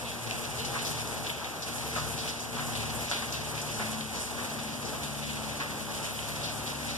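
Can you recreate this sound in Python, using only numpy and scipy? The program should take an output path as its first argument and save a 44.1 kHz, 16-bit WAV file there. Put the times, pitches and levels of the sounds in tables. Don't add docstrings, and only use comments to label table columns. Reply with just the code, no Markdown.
import sys
import numpy as np
from scipy import signal
from scipy.fft import rfft, irfft, next_fast_len
from scipy.io import wavfile

SR = 44100
rng = np.random.default_rng(int(sys.argv[2]) if len(sys.argv) > 2 else 0)


def generate_wav(sig):
    pcm = np.round(np.clip(np.atleast_2d(sig).T, -1, 1) * 32767).astype(np.int16)
    wavfile.write(sys.argv[1], SR, pcm)


N = 307377
TIME = np.arange(N) / SR
PADDED = next_fast_len(N + SR)
BIN_HZ = np.maximum(np.arange(PADDED // 2 + 1) * SR / PADDED, 1)


def from_db(db):
    return 10 ** (np.asarray(db) / 20)


def rms_one(x):
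    return x / np.sqrt(np.mean(x ** 2) + 1e-20)


def in_time(rows):
    times, *columns = np.transpose(rows)
    return [np.interp(TIME, times, column) for column in columns]


def over_hz(points):
    hz, value = np.transpose(points)
    return np.interp(np.log(BIN_HZ), np.log(hz), value)


def coloured(x, eq):
    return rms_one(irfft(rfft(x, PADDED) * from_db(over_hz(eq)), PADDED)[..., :N])


def drift(rate_hz):
    hop, settle = 40, 2000
    pole = np.exp(-2 * np.pi * rate_hz * hop / SR)
    noise = rng.standard_normal(N // hop + settle + 2)
    slow = signal.lfilter([1], [1, -2 * pole, pole * pole], noise)[settle:]
    return np.interp(np.arange(N) / hop, np.arange(len(slow)), rms_one(slow))


def band(x, hz, spread):
    edges = [hz / spread, min(hz * spread, .45 * SR)]
    return signal.sosfilt(signal.butter(2, edges, "band", fs=SR, output="sos"), x)


def grains(per_s, size=N):
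    hits = rng.random((2, size)) < per_s / SR
    return rms_one(hits * rng.standard_normal((2, size))) + 1e-18


def tone(phase, port_spread):
    phase = phase + rng.uniform(0, 2 * np.pi)
    return np.sqrt(2) * np.sin(phase + port_spread * drift(1.92) * np.array([[1], [-1]]))


def add(track, start_s, sound):
    start = round(start_s * SR)
    track[:, start:start + sound.shape[1]] += sound[:, :N - start]


# start in seconds, length in seconds, base depth in dB.
LULL_CUES = [(0, 0.26, 1.5), (1.324, 0.34, 3), (2.304, 0.225, 2.5), (4.035, 0.1, 1.5)]
HUM_DIPS = 1.45


def lull_db(edge_s=0.017):
    return -sum(db * np.clip(np.minimum(TIME - start, start + length - TIME) / edge_s + .5, 0, 1)
                for start, length, db in LULL_CUES)


# frequency in Hz, relative level in dB.
ROAR_EQ = [(25, -31), (36, -31), (52, -2), (95, -3), (125, 1.5), (185, -0.5), (360, -1.5), (455, -2),
           (520, 0), (780, 1.9), (1200, -3), (1650, -3.5), (2100, -9), (3200, -12.5), (8000, -19)]
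PATTER_EQ = [(800, -18), (1600, 1.5), (2500, 7.5), (4500, 3), (6500, 1.5), (12000, -33)]
SPRAY_EQ = [(2500, 1.5), (5000, -0.5), (7000, 5.5), (9500, 6), (11500, 1), (14300, -10)]
# time in seconds, roar strength in dB, patter and spray strength in dB.
RAIN_SURGES = [(0.0, -41, -44.5), (0.52, -40.5, -43.5), (0.97, -41.5, -41), (1.49, -39, -45),
               (2.0, -42.5, -40.5), (2.45, -41.5, -44), (3.01, -41, -40.5), (3.4, -43, -44.5),
               (3.8, -40.5, -42), (4.02, -42.5, -44), (4.5, -40.5, -44.5), (4.8, -41.5, -46.5),
               (5.22, -42.5, -41.5), (5.63, -42.5, -45.5), (6.17, -42.5, -42), (6.41, -41.5, -44),
               (6.97, -41.5, -42.5)]


def rain(roar_db, patter_db, spray_db):
    low_swing, high_swing = [level - level.mean() for level in in_time(RAIN_SURGES)]
    roar = coloured(grains(per_s=14000) * from_db(0.94 * drift(7.8)), ROAR_EQ)
    patter = coloured(grains(per_s=9000) * from_db(2.0 * drift(19)), PATTER_EQ)
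    spray = coloured(grains(per_s=25000) * from_db(1.78 * drift(18)), SPRAY_EQ)
    spray += band(spray, hz=12640, spread=1.14) * (from_db(1.2 * drift(12)) - 1)
    return from_db(lull_db()) * (from_db(roar_db + 0.87 * low_swing) * roar
                                 + from_db(patter_db + 0.58 * high_swing) * patter
                                 + from_db(spray_db + 0.91 * high_swing) * spray)


# centre in Hz, # ratio of
# band edge to centre, starting level in dB, fade in dB per second.
BOOM_BANDS = [(124, 1.116, -46, 3.5), (452, 1.05, -51.5, 1.3)]


def boom():
    ringing = sum(from_db(db - fade * TIME) * rms_one(band(rng.standard_normal((2, N)), hz, spread))
                  for hz, spread, db, fade in BOOM_BANDS)
    return from_db(HUM_DIPS * lull_db()) * ringing


# time in seconds, shaft speed in turns per second.
SHAFT_SPEED = [(0.0, 38.7), (0.6, 39.1), (1.2, 38.0), (2.0, 37.6), (2.7, 37.2), (3.4, 36.8), (4.0, 36.4),
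               (4.6, 36.2), (5.3, 36.1), (6.1, 36.1), (6.97, 36.0)]
# order (multiple of the shaft speed), relative level in dB.
MOTOR_ORDERS = [(2, -57), (3, -54.6), (4, -57), (5, -69), (6, -55), (8, -60.5), (12, -62.5), (16, -59.5)]
# centre in Hz, half width in Hz, lift in dB.
ROOM_RESONANCES = [(147, 2.8, 9.5), (289, 1.5, 3), (450, 3, 11), (577, 4.6, 4.5)]
# middle in seconds, order, half length in seconds, lift in dB.
ORDER_SWELLS = [(.7, 2, 0.26, 5), (2.0, 2, .3, 6.5), (2.85, 2, 0.23, 10), (3.4, 2, 0.11, 9),
                (4.1, 2, .22, 3), (4.6, 2, .25, 0), (5.3, 2, .25, 7), (6.87, 2, .15, 7), (.6, 3, 0.15, 6.5),
                (.95, 3, .1, 9), (2.032, 3, 0.086, 11.5), (2.77, 3, 0.32, 10.5), (3.75, 3, 0.38, 6),
                (6.5, 3, 0.57, 4), (.2, 4, .3, -9), (0.91, 4, 0.12, 10.5), (2.053, 4, 0.24, 6),
                (2.856, 4, 0.13, 4), (3.175, 4, 0.12, -14), (4.248, 4, 0.1, -18), (5.198, 4, 0.27, 5.5),
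                (6.7, 4, 0.72, 4.5), (.7, 6, 0.67, 4.5), (1.8, 6, 0.25, -8), (2.75, 6, 0.18, 7.5),
                (3.598, 6, 0.17, -11), (3.93, 6, 0.42, 13.5), (4.32, 6, 0.13, -11), (4.65, 6, .15, 8),
                (5.326, 6, 0.32, 10), (5.9, 6, 0.19, 7), (5.55, 8, 0.62, 5), (6.85, 8, 0.18, 5)]


def motor(level_db):
    speed, = in_time(SHAFT_SPEED)
    angle = 2 * np.pi * np.cumsum(speed) / SR
    shared_db = level_db + HUM_DIPS * lull_db()
    out = np.zeros((2, N))
    for order, db in MOTOR_ORDERS:
        resonance_db = sum(lift / (1 + ((order * speed - hz) / width) ** 2)
                           for hz, width, lift in ROOM_RESONANCES)
        swell_db = sum(lift * np.exp(-((TIME - middle) / half) ** 2)
                       for middle, which, half, lift in ORDER_SWELLS if which == order)
        phase = order * (angle + 0.049 * drift(1.8))
        out += from_db(shared_db + db + resonance_db + swell_db) * tone(phase, port_spread=0.73)
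    return out


# frequency in Hz, level in dB relative to the hum.
HUM_PARTIALS = [(120, -16), (240, 1.5), (360, -11)]
# time in seconds, level in dB.
HUM_RIDE = [(0, -50.5), (.35, -52), (1.25, -59), (1.85, -52), (2.8, -50), (3.6, -54), (4.05, -58),
            (4.6, -50), (5.35, -55), (5.95, -61), (6.6, -53), (6.97, -47.5)]


def strip_lights(wander_db):
    level_db, = in_time(HUM_RIDE)
    hum = sum(from_db(db) * tone(2 * np.pi * hz * TIME, port_spread=0.56) for hz, db in HUM_PARTIALS)
    return from_db(level_db + HUM_DIPS * lull_db() + wander_db * drift(1.7)) * hum


def rubs(cues, slips_per_s, spread, rise):
    out = np.zeros((2, N))
    age = TIME[:SR // 3]
    for start, db, hz, length in cues:
        progress = age / (rise * length)
        swell = progress * np.exp(1 - progress)
        slips = rms_one(band(grains(slips_per_s, size=len(age)), hz, spread))
        add(out, start, from_db(db) * swell * slips)
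    return out


# start in seconds, relative level in dB, centre in Hz, length in seconds.
SCUFF_CUES = [(.04, -43, 3050, 0.082), (.313, -42, 3600, 0.015), (.58, -39, 3370, 0.065),
              (.648, -38, 4740, 0.027), (.775, -41, 3600, 0.055), (.842, -38, 4700, 0.079),
              (1.262, -37, 3100, 0.022), (1.295, -33, 2720, 0.0085), (1.44, -41, 2600, 0.029),
              (1.62, -38.5, 4660, 0.03), (1.752, -48, 7300, 0.091), (1.968, -41, 4500, 0.064),
              (2.17, -39, 4000, 0.084), (2.277, -37.5, 4260, 0.043), (2.39, -41, 6000, 0.047),
              (2.572, -47, 3100, 0.052), (2.66, -44, 6500, 0.042), (2.748, -37, 3220, 0.043),
              (3.094, -38, 5600, .028), (3.113, -36, 3070, 0.084), (3.321, -37, 5040, 0.026),
              (3.338, -38, 3260, .04), (3.574, -42, 3030, 0.016), (3.614, -36.5, 6600, 0.015),
              (3.738, -40, 6000, 0.023), (4.007, -39, 3030, 0.016), (4.135, -42, 5360, 0.14),
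              (4.585, -44, 3500, 0.037), (4.845, -42, 5200, .04), (5.03, -41, 3400, 0.04),
              (5.215, -44, 2980, 0.061), (5.285, -42.5, 2950, 0.055), (5.595, -39, 3020, 0.042),
              (6.04, -42, 3200, 0.055), (6.185, -38.5, 2800, 0.017), (6.425, -38, 3900, 0.071),
              (6.66, -39.5, 3720, 0.041), (6.88, -40.5, 3850, 0.05)]


def scuffs():
    return rubs(SCUFF_CUES, slips_per_s=4900, spread=1.33, rise=0.3)


# start in seconds, relative peak in dB, centre in Hz,
# ratio of band edge to centre.
GRIT_CUES = [(.3105, -19, 3200, 1.4), (.651, -26, 5400, 1.3), (.7905, -28, 3300, 1.3),
             (.85, -24, 6000, 1.7), (.859, -26, 5300, 1.3), (.872, -25, 5000, 1.4), (.877, -25, 5000, 1.35),
             (1.0175, -26, 3800, 1.6), (1.0745, -26, 4200, 1.7), (1.269, -24, 3100, 1.35),
             (1.301, -20.5, 3000, 1.2), (1.4447, -28, 2900, 1.35), (1.623, -26, 4200, 1.6),
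             (1.783, -27, 3700, 1.5), (1.9725, -26, 5400, 1.3), (2.2775, -27, 3000, 1.3),
             (2.753, -26, 3100, 1.35), (2.805, -29, 3500, 1.35), (3.1146, -18.5, 3150, 1.4),
             (3.1205, -22, 3400, 1.6), (3.125, -23, 3000, 1.4), (3.223, -26, 3500, 1.8),
             (3.325, -26, 5200, 1.25), (3.341, -26, 3800, 1.4), (3.5785, -28, 3000, 1.3),
             (3.616, -27, 6800, 1.3), (4.0094, -26, 3400, 1.35), (5.034, -28, 3100, 1.3),
             (6.418, -28, 3100, 1.35)]


def grit(crush_s, crush_gain, crumble_t60_s, crumble_gain):
    out = np.zeros((2, N))
    age = TIME[:SR // 20]
    click = age == 0
    for start, db, hz, spread in GRIT_CUES:
        crush = crush_gain * rng.standard_normal(len(age)) * np.exp(-(age / crush_s) ** 2)
        crumble = crumble_gain * rng.standard_normal((2, len(age))) * from_db(-60 * age / crumble_t60_s)
        snap = band(click + crush + crumble, hz, spread)
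        add(out, start, from_db(db) * snap / np.abs(snap).max())
    return out


# start in seconds, relative peak in dB.
KNOCK_CUES = [(.741, -29), (0.755, -27), (.760, -31), (1.129, -29), (1.417, -32), (1.962, -28),
              (1.966, -25), (1.9844, -21), (2.565, -29), (2.595, -26), (3.1137, -19), (3.121, -25),
              (3.223, -22), (3.799, -26), (4.392, -30)]
# frequency in Hz, relative level in dB, seconds to fall by 60 dB.
HEEL_MODES = [(790, -3.5, .018), (1040, -4, .02), (1340, 8, 0.016), (1670, 7, 0.013)]


def heels(uneven_db, detune):
    out = np.zeros((2, N))
    age = TIME[:SR // 15]
    hz, mode_db, t60 = np.transpose(HEEL_MODES)[:, :, None]
    for start, db in KNOCK_CUES:
        strength, pitch = rng.standard_normal((2, len(HEEL_MODES), 1))
        decay = from_db(mode_db + uneven_db * strength - 60 * age / t60)
        modes = decay * np.sin(2 * np.pi * hz * (1 + detune * pitch) * age)
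        knock = modes.sum(axis=0, keepdims=True)
        add(out, start, from_db(db) * knock / np.abs(knock).max())
    return out


# start in seconds, relative level in dB, centre in Hz, length in seconds.
SLIDE_CUES = [(.742, -35, 1190, 0.065), (1.412, -39, 1000, 0.031), (1.956, -34.5, 1040, 0.051),
              (2.56, -40, 1200, 0.08), (2.68, -36.5, 890, 0.027), (3.113, -34, 1100, 0.027),
              (3.218, -37, 1370, 0.023), (3.792, -36, 1250, 0.057), (4.38, -39, 1180, 0.037),
              (4.842, -37.5, 328, 0.02), (5.595, -35, 1370, 0.05)]


def sole_slides():
    return rubs(SLIDE_CUES, slips_per_s=1800, spread=1.7, rise=0.28)


# start in seconds, level in dB, centre in Hz, length in seconds.
SWISH_CUES = [(.85, -47, 11800, 0.044), (1.285, -48, 11800, 0.032), (1.845, -45, 11000, .06),
              (2.06, -47, 11800, .05), (2.655, -48, 12000, .04), (2.92, -51, 11500, .05),
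              (3.0, -46, 12000, .03), (3.1, -52, 11500, .03), (3.32, -47, 11900, .03),
              (4.192, -38, 8550, 0.052), (6.12, -46, 12000, .04), (6.28, -46, 12000, .04),
              (6.62, -49, 12300, .06)]


def sleeve_swishes():
    return rubs(SWISH_CUES, slips_per_s=4000, spread=1.15, rise=0.42)


def workshop_reverb(x, wet_db, t60_s):
    age = TIME[:SR // 2]
    tail = rng.standard_normal((2, len(age))) * from_db(-60 * age / t60_s)
    tail *= age > .004
    tail /= np.sqrt(np.sum(tail ** 2, axis=1, keepdims=True))
    return x + from_db(wet_db) * signal.fftconvolve(x, tail, axes=1)[:, :N]


# frequency in Hz, correlation from -1 to 1.
PORT_LIKENESS = [(60, .25), (140, .5), (300, .33), (500, .6), (900, .45), (1500, -.1), (2000, -.15),
                 (2500, 0)]
# frequency in Hz, share of the other port subtracted.
PORT_CROSSFEED = [(420, .01), (1000, .73), (1900, .99), (2300, .99), (3200, .83), (4200, .8), (5250, .43),
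                  (6300, .37), (7300, .22), (10500, .11), (14000, .03)]


def widened(mid_side, port_delay_s):
    alike = over_hz(PORT_LIKENESS)
    other_port = over_hz(PORT_CROSSFEED) * np.exp(-2j * np.pi * BIN_HZ * port_delay_s)
    mid_gain = np.sqrt(1 + alike) * (1 - other_port)
    side_gain = np.sqrt(1 - alike) * (1 + other_port)
    total_gain = np.hypot(np.abs(mid_gain), np.abs(side_gain))
    mid, side = rfft(mid_side, PADDED) * np.array([mid_gain, side_gain]) / total_gain
    return irfft(np.array([mid + side, mid - side]), PADDED)[:, :N]


def scene():
    friction = sole_slides() + scuffs()
    snaps = grit(crush_s=.0015, crush_gain=.17, crumble_t60_s=0.012, crumble_gain=0.05)
    knocks = heels(uneven_db=2, detune=.06)
    walking = friction + from_db(1) * (snaps + knocks)
    roof = rain(roar_db=-38.5, patter_db=-42, spray_db=-42.5) + boom()
    handling = sleeve_swishes()
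    diffuse = roof + from_db(1) * workshop_reverb(walking, wet_db=-4, t60_s=0.59) + handling
    return widened(diffuse, port_delay_s=.000475) + motor(level_db=0.5) + strip_lights(wander_db=1.6)


# frequency in Hz, left minus right in dB.
CHANNEL_BALANCE = [(50, 4.8), (130, 4.7), (230, 4.6), (330, 1.8), (1200, 0.063), (9000, 0.27), (13000, 2.1)]
CUTOFF_HZ = 14300


def record(dry):
    tilt = from_db(over_hz(CHANNEL_BALANCE) * np.array([[.5], [-.5]]))
    low_pass = 1 / np.sqrt(1 + (BIN_HZ / CUTOFF_HZ) ** 400)
    return irfft(rfft(dry, PADDED) * tilt * low_pass, PADDED)[:, :N]


dry = scene()
out = record(dry)
generate_wav(out)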